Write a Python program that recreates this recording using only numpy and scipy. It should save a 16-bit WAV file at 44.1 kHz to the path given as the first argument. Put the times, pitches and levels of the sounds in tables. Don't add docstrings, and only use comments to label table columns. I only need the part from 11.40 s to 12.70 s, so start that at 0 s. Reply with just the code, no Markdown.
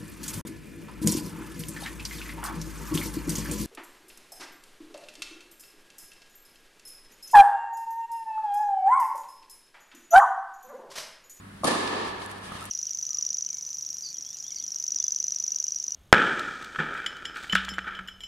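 import sys
import numpy as np
from scipy import signal
from scipy.fft import rfft, irfft, next_fast_len
from scipy.io import wavfile
from scipy.ndimage import map_coordinates

SR = 44100
rng = np.random.default_rng(int(sys.argv[2]) if len(sys.argv) > 2 else 0)


def to_wav(s):
    ch = np.atleast_2d(s).T
    pcm = np.round(np.clip(ch, -1, 1) * 32767)
    wavfile.write(sys.argv[1], SR, pcm.astype(np.int16))


N = 57330


# pitch_hz, level_db, t60_s, rise_s
RACKET_MODES = [(212.3, -9.5, 0.15, 0.0091), (333.4, -2, 0.049, 0.0016), (630, 6.5, 0.013, .0012),
                (1124, 0, 0.025, 0.0031)]
# start_s, level_db, tilt_db_per_octave, left_minus_right_db
POCK_ARRIVALS = [(0.2347, -19, 5, 0), (0.2458, -15, 4, 7.5), (0.2498, -21, 13.5, -4),
                 (0.2563, -23.5, -2.5, -4), (0.2735, -19, -4, -1), (0.2806, -16, 0.5, -1),
                 (0.3066, -19.5, 1, 3), (0.3141, -21, -3, 2), (0.3511, -26, 10.5, 0)]
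PIVOT_HZ = 580
# start_s, thump_level_db, crack_level_db, spread_s
ROOF_ECHOES = [(0.232, -34.5, -49.5, 0.0093), (0.2417, -26, -31, 0.0036), (0.252, -28, -35.5, 0.0032),
               (0.268, -28, -32, .006), (0.276, -21.5, -31.5, 0.0038), (.306, -26.5, -34, .005),
               (0.351, -35, -55, 0.0037), (0.4758, -48, -29, 0.0012), (0.517, -32.5, -55, 0.011),
               (.650, -36, -50, .005), (0.816, -38, -50, 0.0047)]
# pitch_hz, level_db_per_hz
THUMP_COLOUR = [(60, -42), (130, -22), (200, -3), (310, -5.5), (440, 0), (680, -12), (870, 4), (1150, -2),
                (1480, -18), (3000, -59)]
# pitch_hz, level_db_per_hz
CRACK_COLOUR = [(900, -15), (1800, -2), (2600, -0.5), (4700, 2), (5500, -8.5), (9000, -15), (15000, -45)]
# pitch_hz, level_db_per_hz
SIZZLE_COLOUR = [(2500, -31), (4500, -6), (6400, -2), (7800, -7.5), (9600, 5), (11200, -8.5), (15000, -35)]
SIZZLE_DB, SIZZLE_LOSS_DB_PER_S = 3.5, 75

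# pitch_hz, level_db_per_hz
BOOM_COLOUR = [(70, -43), (125, -3.5), (185, -0.5), (260, 2.5), (340, -1), (480, -28), (1000, -65)]
BOOM_S, BOOM_DB, BOOM_SPREAD_S = 0.2325, -34, 0.037

# pitch_hz, level_db_per_hz
WASH_COLOUR = [(70, -32), (130, -15), (200, -4), (310, 0.2), (420, 0.5), (560, -5), (900, -1), (1220, -2),
               (1450, -12), (1750, -9), (1950, -11), (3300, -11.5), (4700, -11), (5500, -17), (8000, -18),
               (9900, -15.5), (11500, -27), (15000, -52)]
# pitch_hz, t60_s
HALL_T60 = [(120, 2.1), (300, 2.02), (1000, 2.85), (1800, 2.64), (3000, 2.25), (5000, 1.61), (9500, 1),
            (14000, 0.73)]
# pitch_hz, correlation (-1 to 1)
LIKENESS = [(90, 0.98), (220, 0.93), (400, 0.35), (700, -0.28), (1100, 0.16), (2000, 0.01), (10000, 0.019)]
WASH_S, WASH_DB, WASH_RISE_S = 0.2523, -24.5, 0.011
END_WALL_S, END_WALL_DB, END_WALL_WIDTH_S = 0.624, 3, 0.096

# pitch_hz, level_db_per_hz
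SING_COLOUR = [(1450, -40), (1660, -2.5), (1720, 2.5), (1765, -1), (1820, -3), (2050, -52)]
SING_S, SING_DB, SING_T60_S = 0.267, -36, 3.2
SING_FLARE_DB, SING_FLARE_S = -30.5, 0.0081

# pitch_hz, level_db
HANGING_NOTES = [(291, -44.5), (372, -44.5), (419, -46), (523, -46), (608, -47.5), (917, -53), (1178, -54),
                 (1756, -43)]
HANGING_T60_S, HANGING_KNOTS_PER_S = 2.06, 16.1

# start_s, level_db, tilt_db_per_octave
BOUNCES = [(1.1193, -23.5, 0), (1.152, -28, -4)]
# pitch_hz, level_db, t60_s, rise_s
BALL_MODES = [(187, -4.5, 0.02, 0.00083), (560, -5, 0.013, 0.00069), (1226, 2, 0.02, 0.0015)]
# start_s, level_db, spread_s
BOUNCE_ECHOES = [(1.4, -36, 0.011), (1.044, -45, 0.092)]
# pitch_hz, level_db_per_hz
BOUNCE_COLOUR = [(80, -18), (170, -2), (400, -7), (900, 2.5), (1250, 4), (1550, -8), (3500, -6),
                 (6000, -43), (14000, -34)]

# middle_s, level_db, half_length_s
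SCUFFS = [(0.23, -57.5, 0.068), (0.675, -43.5, 0.026), (0.828, -44, 0.023), (0.91, -45.5, 0.016),
          (0.968, -51, 0.019), (1.062, -43.5, 0.029), (1.153, -44, 0.026), (1.213, -44.5, 0.023),
          (1.277, -47.5, 0.025)]
# pitch_hz, level_db_per_hz
CLAY_COLOUR = [(400, 4), (1500, 9), (4000, 4.5), (5800, 0), (7500, -3), (9800, 2), (11500, -11),
               (15000, -25)]
GRAIN_SCATTER_DB = 3
# start_s, level_db
GRIT = [(.8612, -37.5), (0.914, -37.5), (0.982, -46.5), (1.122, -42), (1.21, -40), (1.227, -39),
        (1.2409, -35.5), (1.2542, -33.5), (1.2585, -44), (1.262, -39.5)]
# pitch_hz, level_db_per_hz
GRIT_COLOUR = [(2000, -1), (5000, -8), (6500, -4.5), (9800, 3.5), (12000, -3.5), (15000, -20)]
# start_s, level_db
STEPS = [(0.027, -46), (.135, -48), (.205, -44)]
# pitch_hz, level_db_per_hz
STEP_COLOUR = [(60, -18), (180, 14), (320, -3), (480, -12), (1500, -42)]
GRIT_SPREAD_S, STEP_SPREAD_S = 0.00066, 0.0071
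SQUEAK_S, SQUEAK_DB, SQUEAK_HALF_S = 1.2255, -37, 0.005
SQUEAK_HZ, SQUEAK_HZ_PER_S = 1300, 2700

# pitch_hz, level_db
HUM = [(99.5, -52.5), (187, -60.5), (199.5, -56), (289, -59.5)]
HUM_DRIFT_RAD, HUM_WAVER_DB = 0.25, 1.75
# pitch_hz, level_db_per_hz
AIR_COLOUR = [(20, -16), (60, -1), (130, -5.5), (200, -2), (330, -8.5), (500, -13.5), (800, -12),
              (1200, -9), (1450, -9), (1750, -11), (2200, -16.5), (4000, -22.5), (6500, -30), (10000, -25),
              (15000, -42)]
AIR_DB = -49

# pitch_hz, left_minus_right_db
MIC_TILT = [(150, 0), (500, -0.5), (1200, 0), (2500, -1), (5000, 0.5), (9000, 3), (13000, -1)]
TOP_HZ = 15800


def amp(db):
    return 10 ** (np.asarray(db) / 20)


def unit(x):
    return x / np.sqrt(np.mean(x ** 2) + 1e-20)


def along(points, hz):
    f, v = np.transpose(points)
    return np.interp(np.log(hz + 1), np.log(f + 1), v)


def since(s):
    return np.maximum(np.arange(N) / SR - s, 0)


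def wobble(rate):
    knots = rng.standard_normal(int(N * rate / SR) + 4)
    return map_coordinates(knots, [np.arange(N) * rate / SR])


def filtered(x, response):
    m = next_fast_len(N + SR // 2)
    return irfft(rfft(x, m) * response(np.fft.rfftfreq(m, 1 / SR)), m)[..., :N]


def diffuse(spectrum, grain=1):
    def mid_side_gains(hz):
        turn = np.arccos(np.clip(along(LIKENESS, hz), -1, 1)) / 2
        return amp(along(spectrum, hz)) * [np.cos(turn), np.sin(turn)]

    mid, side = filtered(grain * rng.standard_normal((2, N)), mid_side_gains)
    return unit(np.array([mid + side, mid - side]))


def panned(x, left_db):
    return x * amp(left_db / 2 * np.array([[1], [-1]]))


def burst(s, db, spread):
    u = since(s) / spread
    return amp(db) * u * np.exp(1 - u)


def ring(s, modes, tilt_db):
    t = since(s)
    total = 0
    for hz, db, t60, rise in modes:
        fall = amp(db + tilt_db * np.log2(hz / PIVOT_HZ) - 60 * t / t60)
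        total = total + fall * (1 - np.exp(-t / rise)) * np.sin(2 * np.pi * hz * t)
    return total


def strike():
    pock = sum(panned(amp(db) * ring(s, RACKET_MODES, tilt_db), left_db)
               for s, db, tilt_db, left_db in POCK_ARRIVALS)
    thump_envelope = sum(burst(s, db, spread) ** 2 for s, db, _, spread in ROOF_ECHOES) ** .5
    crack_envelope = sum(burst(s, db, spread) ** 2 for s, _, db, spread in ROOF_ECHOES) ** .5
    thump = thump_envelope * diffuse(THUMP_COLOUR)
    sizzle_gain = amp(SIZZLE_DB - SIZZLE_LOSS_DB_PER_S * since(POCK_ARRIVALS[0][0]))
    sizzle = panned(sizzle_gain * diffuse(SIZZLE_COLOUR), left_db=0.5)
    crack = crack_envelope * (diffuse(CRACK_COLOUR) + sizzle)
    return pock + panned(thump, left_db=-0.5) + crack


def boom():
    return burst(BOOM_S, BOOM_DB, BOOM_SPREAD_S) * diffuse(BOOM_COLOUR)


def wash():
    hz, t, bins = signal.stft(diffuse(WASH_COLOUR), SR, nperseg=512)
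    fall = amp(-60 * np.maximum(t - WASH_S, 0) / along(HALL_T60, hz)[:, None])
    tail = signal.istft(bins * fall, SR, nperseg=512)[1][:, :N]
    swell_db = END_WALL_DB * np.exp(-((since(0) - END_WALL_S) / END_WALL_WIDTH_S) ** 2)
    rise = 1 - np.exp(-since(WASH_S) / WASH_RISE_S)
    return panned(tail * amp(WASH_DB + swell_db) * rise, left_db=-0.85)


def sing():
    t = since(SING_S)
    lasting = amp(SING_DB - 60 * t / SING_T60_S) * (1 - np.exp(-t / WASH_RISE_S))
    flare = burst(SING_S, SING_FLARE_DB, SING_FLARE_S)
    return (lasting + flare) * diffuse(SING_COLOUR)


def beating(hz):
    phase = 2 * np.pi * hz * since(0)
    in_phase = wobble(HANGING_KNOTS_PER_S) * np.cos(phase)
    quadrature = wobble(HANGING_KNOTS_PER_S) * np.sin(phase)
    return unit(in_phase + quadrature)


def hanging():
    t = since(WASH_S)
    mid = sum(amp(db) * beating(hz) for hz, db in HANGING_NOTES)
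    side = .5 * sum(amp(db) * beating(hz) for hz, db in HANGING_NOTES)
    pair = mid + side * np.array([[1], [-1]])
    return pair * amp(-60 * t / HANGING_T60_S) * (1 - np.exp(-t / WASH_RISE_S))


def bounce():
    pop = sum(amp(db) * ring(s, BALL_MODES, tilt_db) for s, db, tilt_db in BOUNCES)
    answer = sum(burst(s, db, spread) for s, db, spread in BOUNCE_ECHOES)
    return answer * diffuse(BOUNCE_COLOUR) - pop


def shoes():
    pads = sum(burst(s, db, STEP_SPREAD_S) for s, db in STEPS) * diffuse(STEP_COLOUR)
    slide = sum(amp(db) * np.exp(-((since(0) - s) / half) ** 2 / 2) for s, db, half in SCUFFS)
    grain = amp(GRAIN_SCATTER_DB * rng.standard_normal(N))
    cracks = sum(burst(s, db, GRIT_SPREAD_S) for s, db in GRIT)
    return pads + slide * diffuse(CLAY_COLOUR, grain) + panned(cracks * diffuse(GRIT_COLOUR), left_db=2)


def squeak():
    t = since(0) - SQUEAK_S
    cycles = (SQUEAK_HZ + SQUEAK_HZ_PER_S * t / 2) * t
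    return amp(SQUEAK_DB) * np.exp(-(t / SQUEAK_HALF_S) ** 2 / 2) * np.sin(2 * np.pi * cycles)


def hall():
    hum = 0
    for hz, db in HUM:
        level = amp(db + HUM_WAVER_DB * wobble(8.6)) * np.sqrt(2)
        hum = hum + level * np.sin(2 * np.pi * hz * since(0) + HUM_DRIFT_RAD * wobble(6.3))
    return hum + amp(AIR_DB) * diffuse(AIR_COLOUR)


def scene():
    strike_in_hall = strike() + boom() + wash() + sing() + hanging()
    return strike_in_hall + bounce() + shoes() + squeak() + hall()


def record(dry):
    return filtered(dry, lambda hz: panned(hz < TOP_HZ, along(MIC_TILT, hz)))


dry = scene()
out = record(dry)
to_wav(out)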